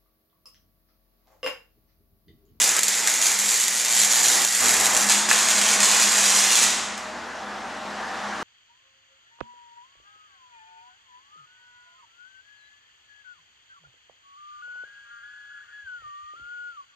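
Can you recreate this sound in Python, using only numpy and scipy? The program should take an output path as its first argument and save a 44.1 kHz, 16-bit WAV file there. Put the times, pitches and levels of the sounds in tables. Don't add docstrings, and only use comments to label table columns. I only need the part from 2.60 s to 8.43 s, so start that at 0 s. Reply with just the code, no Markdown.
import sys
import numpy as np
from scipy import signal
from scipy.fft import rfft, irfft
from scipy.io import wavfile
from scipy.ndimage import uniform_filter1d

SR = 44100
rng = np.random.default_rng(int(sys.argv[2]) if len(sys.argv) > 2 else 0)


def to_wav(sig):
    pcm = np.clip(np.atleast_2d(sig), -1, 1) * 32767
    pcm = np.round(pcm).astype(np.int16)
    wavfile.write(sys.argv[1], SR, pcm.T)


def volts(x):
    e = np.asarray(x, float) / 20
    return 10 ** e


N = 257103
TIME = np.arange(N) / SR
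CUT_S = 2.47
PEAKS_HZ = 120


def unit_rms(x):
    return x / np.sqrt(np.mean(x ** 2) + 1e-20)


def read(points, hz):
    f, value = np.transpose(points)
    return np.interp(np.log(hz + 1), np.log(f + 1), value)


def kernel(points, size=2048):
    gain_db = np.maximum(read(points, abs(np.fft.fftfreq(size, 1 / SR))), -90)
    log_spectrum = np.conj(signal.hilbert(np.log(volts(gain_db))))
    taps = np.fft.ifft(np.exp(log_spectrum)).real[:size // 2]
    return taps / np.linalg.norm(taps)


def resonate(x, hz, width_hz):
    turn = np.exp(2j * np.pi * hz * TIME)
    pole = np.exp(-np.pi * width_hz / SR)
    return 2 * (turn * signal.lfilter([1 - pole], [1, -pole], x / turn)).real


def wavering_tone(hz, width_hz):
    once = resonate(rng.standard_normal(N), hz, width_hz)
    return unit_rms(resonate(once, hz, width_hz))


def blade_hum(steady=.7, width_hz=6, fade_s=.15):
    # tone in Hz, start in seconds, end in seconds, level in dB.
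    blade_tones = [
        (200.5, -1, 2.2, -51),
        (200, 2.2, 4.15, -44.5),
        (207.5, 2.1, 3.55, -44),
        (207, 4.1, 7, -50),
        (883, .3, .75, -50),
        (775, 4.9, 7, -50),
    ]
    out = np.zeros(N)
    for hz, start_s, end_s, db in blade_tones:
        sine = np.sqrt(2) * np.sin(2 * np.pi * hz * TIME)
        tone = steady * sine + np.sqrt(1 - steady ** 2) * wavering_tone(hz, width_hz)
        fade = np.clip(np.minimum(TIME - start_s, end_s - TIME) / fade_s + .5, 0, 1)
        out += volts(db) * tone * fade
    return out


def shaft_tone(hz=67, start_s=2.0, level_db=-60.5, kick_db=11, kick_s=.4):
    envelope_db = level_db + kick_db * np.exp(-abs(TIME - start_s) / kick_s)
    return np.sqrt(2) * (TIME > start_s) * volts(envelope_db) * np.sin(2 * np.pi * hz * TIME)


def air_roar(patchy_db=1.0, near_bass_db=-9, bass_hz=110):
    # frequency in Hz, level in dB per Hz.
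    roar_colour = [(24, -50), (40, -48.5), (60, -22), (170, -15.5), (213, -7), (294, -8.5), (548, -8),
                   (621, -5), (797, -1), (1380, -4), (1730, -4.5), (2220, -12), (6980, -22), (14000, -49),
                   (15500, -77)]
    # frequency in Hz, side minus mid in dB.
    roar_side = [(60, -26), (150, -10), (380, -11.5), (950, -6), (2380, -6), (5980, -8), (9500, 5),
                 (15000, 8)]
    frames, hz = N // 256 + 5, np.fft.rfftfreq(1024, 1 / SR)
    a, b, c, d, patches = rng.standard_normal((frames, 513, 5)).T
    patches = uniform_filter1d(patches, size=10, axis=0)
    patches = unit_rms(uniform_filter1d(patches, size=12, axis=1))
    bass_db = near_bass_db * np.outer(1 / (1 + (hz / bass_hz) ** 4), np.arange(frames) * 256 / SR < 2)
    mid = a + 1j * b
    side = 0.098 * mid + 0.5 * (c + 1j * d)
    z = np.array([mid, side * volts(read(roar_side, hz))[:, None]])
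    z = z * volts(read(roar_colour, hz)[:, None] + patchy_db * patches + bass_db)
    roar = signal.istft(z, nperseg=1024, noverlap=768)[1][:, :N]
    return roar / roar[0].std()


def fan():
    # time in seconds, level in dB.
    fan_level = [(0, -33.5), (.3, -37), (1.12, -39), (1.62, -32), (1.85, -30.5), (1.995, -41),
                 (2.005, -28.5), (2.39, -28.5), (2.6, -32.5), (3.3, -32.5), (4.0, -33), (4.3, -36),
                 (5.2, -34.5), (5.55, -32), (5.83, -31.5)]
    # tone in Hz, width in Hz, level in dB.
    roar_tones = [(238, 12, -19), (361, 10, -25), (511, 10, -22), (623, 6, -14), (775, 10, -18)]
    level = volts(np.interp(TIME, *np.transpose(fan_level)))
    tones = sum(volts(db) * wavering_tone(hz, width_hz) for hz, width_hz, db in roar_tones)
    hum = blade_hum() + shaft_tone() + tones * level * volts(-8 * (TIME < 2))
    return air_roar() * level + hum * volts([[0], [-25]])


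def tail(gap_ms=0.44):
    # frequency in Hz, t60 in seconds.
    decay = [(250, 2.5), (1000, 2.19), (3000, 1.14), (7000, 0.89), (12000, 0.53)]
    hz, t, z = signal.stft(rng.standard_normal((2, SR + SR // 4)), SR, nperseg=256)
    z = z * volts(-60 * t / read(decay, hz)[:, None])
    taps = signal.istft(z, SR, nperseg=256)[1]
    taps = taps * np.clip(np.arange(taps.shape[1]) / (gap_ms * SR / 1000), 0, 1) ** 2
    return taps / np.linalg.norm(taps, axis=1, keepdims=True)


def garage(x, turns_per_s=1.33):
    out = np.zeros((2, N))
    for k in range(3):
        share = np.sqrt(2 / 3) * np.cos(np.pi * (turns_per_s * TIME + k / 3))
        out += signal.fftconvolve((x * share)[None], tail(), axes=1)[:, :N]
    return out


def ports(x, lag_samples=3.46):
    # frequency in Hz, side minus mid in dB.
    port_side = [(300, -39), (1000, -22), (2000, -20), (4000, -16), (6300, -18), (7600, -14), (8800, -4.5),
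                 (10000, 1.5), (11500, -2), (13000, -6.5), (15000, -5)]
    hz = np.fft.rfftfreq(N, 1 / SR)
    delay = np.exp(-2j * np.pi * hz * lag_samples / SR)
    return irfft(rfft(x) * volts(read(port_side, hz)) * delay, N)


def camera_db():
    # start in seconds, depth in dB, creep back in dB/s, let go in seconds.
    ducks = [
        (.196, -4.5, 17, 0.61),
        (1.853, -4.5, 24, 2.2),
    ]
    return sum(np.minimum(db + creep * (TIME - s), 0) * (TIME >= s) * (TIME < end_s)
               for s, db, creep, end_s in ducks)


def peak_phase(seconds):
    return np.where(seconds < CUT_S, .04, .75)


def arc_control(strike_s=.018, flare_s=.043, body_kept=.1, flutter_db=1.2, flutter_s=.012):
    # time in seconds, level in dB, gain of the body below about 2 kHz in dB.
    arc_curve = [(0, -18, -4), (.18, -26, 15), (.24, -18, -20), (.44, -27.5, 12.5), (.5, -23.5, -4),
                 (.68, -21.5, 3.5), (.93, -22, 0), (1.1, -27.5, -3.5), (1.42, -19.5, -2.5),
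                 (1.84, -21.5, 3), (1.99, -21, 3), (2.03, -19.5, 4), (2.42, -19, 3), (2.8, -21, 4.5),
                 (3.1, -19, 5), (3.99, -19.5, 1), (4.04, -17, -2.5), (4.13, -44, -9)]
    # strike in seconds, dying time in seconds, depth in dB, flare in dB.
    shorts = [(.23, .04, -6, -13), (.472, .03, 0, 0), (.607, 0.21, -5, 1), (0.787, 0.12, -11, -7),
              (1.03, 0.041, 2.5, -3), (1.5, 0.085, -9.5, 1.5), (2.2, 0.14, -6.5, -3),
              (2.3, 0.043, -16, -12), (2.486, 0.11, -10, 11.5), (2.684, 0.21, -15, 1.5),
              (3.2, 0.079, -8.5, 2), (3.5, 0.077, -4, -2)]
    s, curve_db, body_db = np.transpose(arc_curve)
    dips_db, flares_db = np.zeros((2, N))
    for at, dying_s, depth_db, flare_db in shorts:
        dips_db += depth_db * np.interp(TIME, [at - dying_s, at - strike_s / 2, at + strike_s / 2], [0, 1, 0])
        rise = np.clip((TIME - at) / strike_s, 0, 1)
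        flares_db += flare_db * np.exp(-np.maximum(TIME - at, 0) / flare_s) * rise
    knots_s = np.arange(0, TIME[-1] + .1, .01)
    drift = signal.lfilter([1], [1, -np.exp(-.01 / flutter_s)], rng.standard_normal(len(knots_s)))
    flutter = np.interp(TIME, knots_s, unit_rms(drift))
    level_db = np.interp(TIME, s, curve_db) + dips_db + flares_db + flutter_db * flutter
    level_db = level_db - 100 * (TIME > s[-1])
    return level_db, np.interp(TIME, s, body_db) - body_kept * dips_db


def sparks(level_db, body_db, per_s=2600, spread_db=3.5, sharp=1.3, body_hz=2200):
    crowd = np.exp(sharp * np.cos(2 * np.pi * (PEAKS_HZ * TIME - peak_phase(TIME))))
    fires = rng.random(N) < per_s / SR * crowd / crowd.mean()
    size = np.minimum(rng.exponential(1, N), 3.5)
    train = unit_rms(fires * volts(spread_db * size))
    body = signal.lfilter(*signal.butter(2, body_hz, fs=SR), train)
    train = train + (volts(body_db) - 1) * body
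    return train * volts(level_db)


def pops(level_db, trim_db=-2, edge=0.3, thump_hz=950):
    # time in seconds, peak in dB.
    near_pops = [(.0179, -1), (.0407, -1.5), (.0919, -3.9), (.1666, -2.9), (.1919, -.4), (.233, -.2),
                 (.2824, -.3), (.4743, .8), (.4992, -4.2), (.5398, -4.2), (.7183, -4.8), (.79, -4.5),
                 (.8906, -4.8), (.9422, -2.9), (1.0395, -3.4), (1.0818, -2.5), (1.2494, -4.4),
                 (1.4343, -.7), (1.4484, -1.8), (1.6837, -2), (1.7561, -4.3), (1.8489, -1.8),
                 (2.0589, -4.1), (2.0834, -4.2), (2.1406, -1.6), (2.2578, -2.7), (2.2663, -2),
                 (2.3493, -3.6), (2.3669, -3), (2.3745, -2.1)]
    # time in seconds, peak in dB.
    far_pops = [(2.4889, -3.6), (2.4975, .9), (2.6907, -2.3), (2.7135, -2.9), (2.7301, .3), (2.8863, -1.4),
                (2.905, -2.5), (2.9101, -2.5), (3.204, -.4), (3.2311, -1), (3.2459, -.9), (3.3149, -3.4),
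                (3.3989, -1.4), (3.5828, -2.6), (3.7024, -3.2), (3.7493, -2.6), (3.8409, -3.9),
                (3.9552, -.7), (3.9656, -2.5), (3.9732, -1.5), (4.0386, -1.4), (4.1071, -8.9),
                (4.3786, -18.1)]
    # time in seconds, level in dB.
    slag_bursts = [(.4743, -17), (2.688, -16), (2.713, -6), (2.7308, -20), (3.2311, -15), (4.0382, -24)]
    chance, over_db, size_db, jitter_ms = .3, 14.5, 1, .9
    large, gain_db = [*near_pops, *far_pops], camera_db()
    snaps, thumps = np.zeros((2, N))

    turns = np.arange(1, 500)
    pick = rng.random(len(turns))
    size, jitter = rng.standard_normal((2, len(turns)))
    peak_s = (turns + peak_phase(turns / PEAKS_HZ)) / PEAKS_HZ + jitter * jitter_ms / 1000
    at = (peak_s * SR).astype(int)
    spent = (abs(peak_s[:, None] - np.transpose(large)[0] + .006) < .012).any(1)
    snaps[at] = (pick < chance) * ~spent * volts(level_db[at] + over_db + size_db * size + trim_db)

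    for s, db in large:
        snaps[round(s * SR) - 2] += volts(db + trim_db - gain_db[round(s * SR)])
    for s, db in slag_bursts:
        thumps[round(s * SR) - 8] -= volts(db + 29.5)
    snaps = signal.lfilter([1 + edge, -edge], [1], snaps)
    thump_band = signal.butter(3, [thump_hz / 2.4, thump_hz * 2], "band", fs=SR)
    return snaps, signal.lfilter(*thump_band, thumps)


def place(arc, here, colour, echoes, dry_db, wet_db, alike, side_db, thump_wet=.4):
    response = kernel(colour)
    sizzle, snaps, thumps = arc
    blasts = here * -(sizzle * volts(dry_db) + snaps / abs(response).max() - thumps)
    blasts = signal.sosfilt(signal.butter(2, 260, "high", fs=SR, output="sos"), blasts)
    early = blasts.copy()
    for ms, db in echoes:
        weave = 1 + .035 * np.sin(2 * np.pi * (1.7 * TIME + rng.random()))
        lag = (ms * SR / 1000 * weave).round().astype(int)
        early += volts(db) * blasts[np.maximum(np.arange(N) - lag, 0)]
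    wet = volts(wet_db) * garage(blasts - (1 - thump_wet) * here * thumps)
    side_wet = alike * wet[0] + np.sqrt(1 - alike ** 2) * wet[1]
    both = [early + wet[0], early + side_wet]
    mid, side = signal.oaconvolve(both, response[None], axes=1)[:, :N]
    return np.array([mid, volts(side_db) * ports(side)])


def scene():
    # frequency in Hz, level in dB per Hz.
    near_colour = [(290, -35.5), (500, -17.5), (553, -23), (696, -23), (759, -20), (902, -19), (1010, -21),
                   (1940, -5.5), (2940, -10.5), (3390, -9), (5460, -5), (7280, 0), (8280, -6),
                   (13500, -18.5), (15600, -33.5)]
    # frequency in Hz, level in dB per Hz.
    far_colour = [(290, -40), (500, -11), (569, -23), (621, -11), (770, -13.5), (1090, -7.5), (1390, -7),
                  (1750, -5.5), (1910, -3.5), (5540, -1), (6870, 4), (7820, 0), (12800, -17.5),
                  (14300, -20), (15600, -61.5)]
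    # delay in ms, level in dB.
    near_echoes = [
        (.28, -7),
        (2.45, -7),
        (3.3, -9),
        (7.5, -13),
        (9.3, -12),
        (10, -12),
    ]
    # delay in ms, level in dB.
    far_echoes = [(1.2, -6), (3.45, -8), (4.65, -11), (9, -11)]
    level_db, body_db = arc_control()
    arc = (sparks(level_db, body_db), *pops(level_db))
    near = place(arc, TIME < CUT_S, near_colour, near_echoes, dry_db=-4.0, wet_db=1.5, alike=0.3, side_db=3.0)
    far = place(arc, TIME >= CUT_S, far_colour, far_echoes, dry_db=-5.5, wet_db=3.0, alike=0.15, side_db=3.5)
    mid, side = near + far + fan()
    return np.array([mid + side, mid - side])


def drop_masked_bands(x, mask_db=-40, top_db=-49, top_hz=11500):
    hz, t, z = signal.stft([x[0] + x[1], x[0] - x[1]], SR, nperseg=2048, noverlap=1024)
    band = (11 * np.log2(1 + hz / 1500)).astype(int)
    bands = band.max() + 1
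    power = np.array([(abs(z[:, band == b]) ** 2).mean(1) for b in range(bands)])[band]
    treble = (abs(z[0, hz > 4000]) ** 2).sum(0)
    swing_db = 1.8 * unit_rms(uniform_filter1d(rng.standard_normal(len(t)), size=4))
    luck_db = 1.5 * rng.standard_normal((len(t), bands)).T[band]
    side_heard = power[:, 1] > treble * volts(mask_db + swing_db + luck_db) ** 2
    z[1] *= side_heard | (abs(hz[:, None] - 4600) > 3300)
    lines = uniform_filter1d(abs(z[0]) ** 2, size=4, axis=0)
    z *= (lines > treble * volts(top_db + swing_db / 2) ** 2) | (hz[:, None] < top_hz)
    mid, side = signal.istft(z, SR, nperseg=2048, noverlap=1024)[1][:, :N] / 2
    return np.array([mid + side, mid - side])


def roll_off(x):
    return signal.sosfilt(signal.butter(12, 15760, fs=SR, output="sos"), x)


def record(dry):
    dry = signal.sosfilt(signal.butter(2, 52, "high", fs=SR, output="sos"), dry)
    ducked = dry * volts(camera_db())
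    limited = ducked / (1 + abs(ducked / .92) ** 6) ** (1 / 6)
    return roll_off(drop_masked_bands(limited))


dry = scene()
out = record(dry)
to_wav(out)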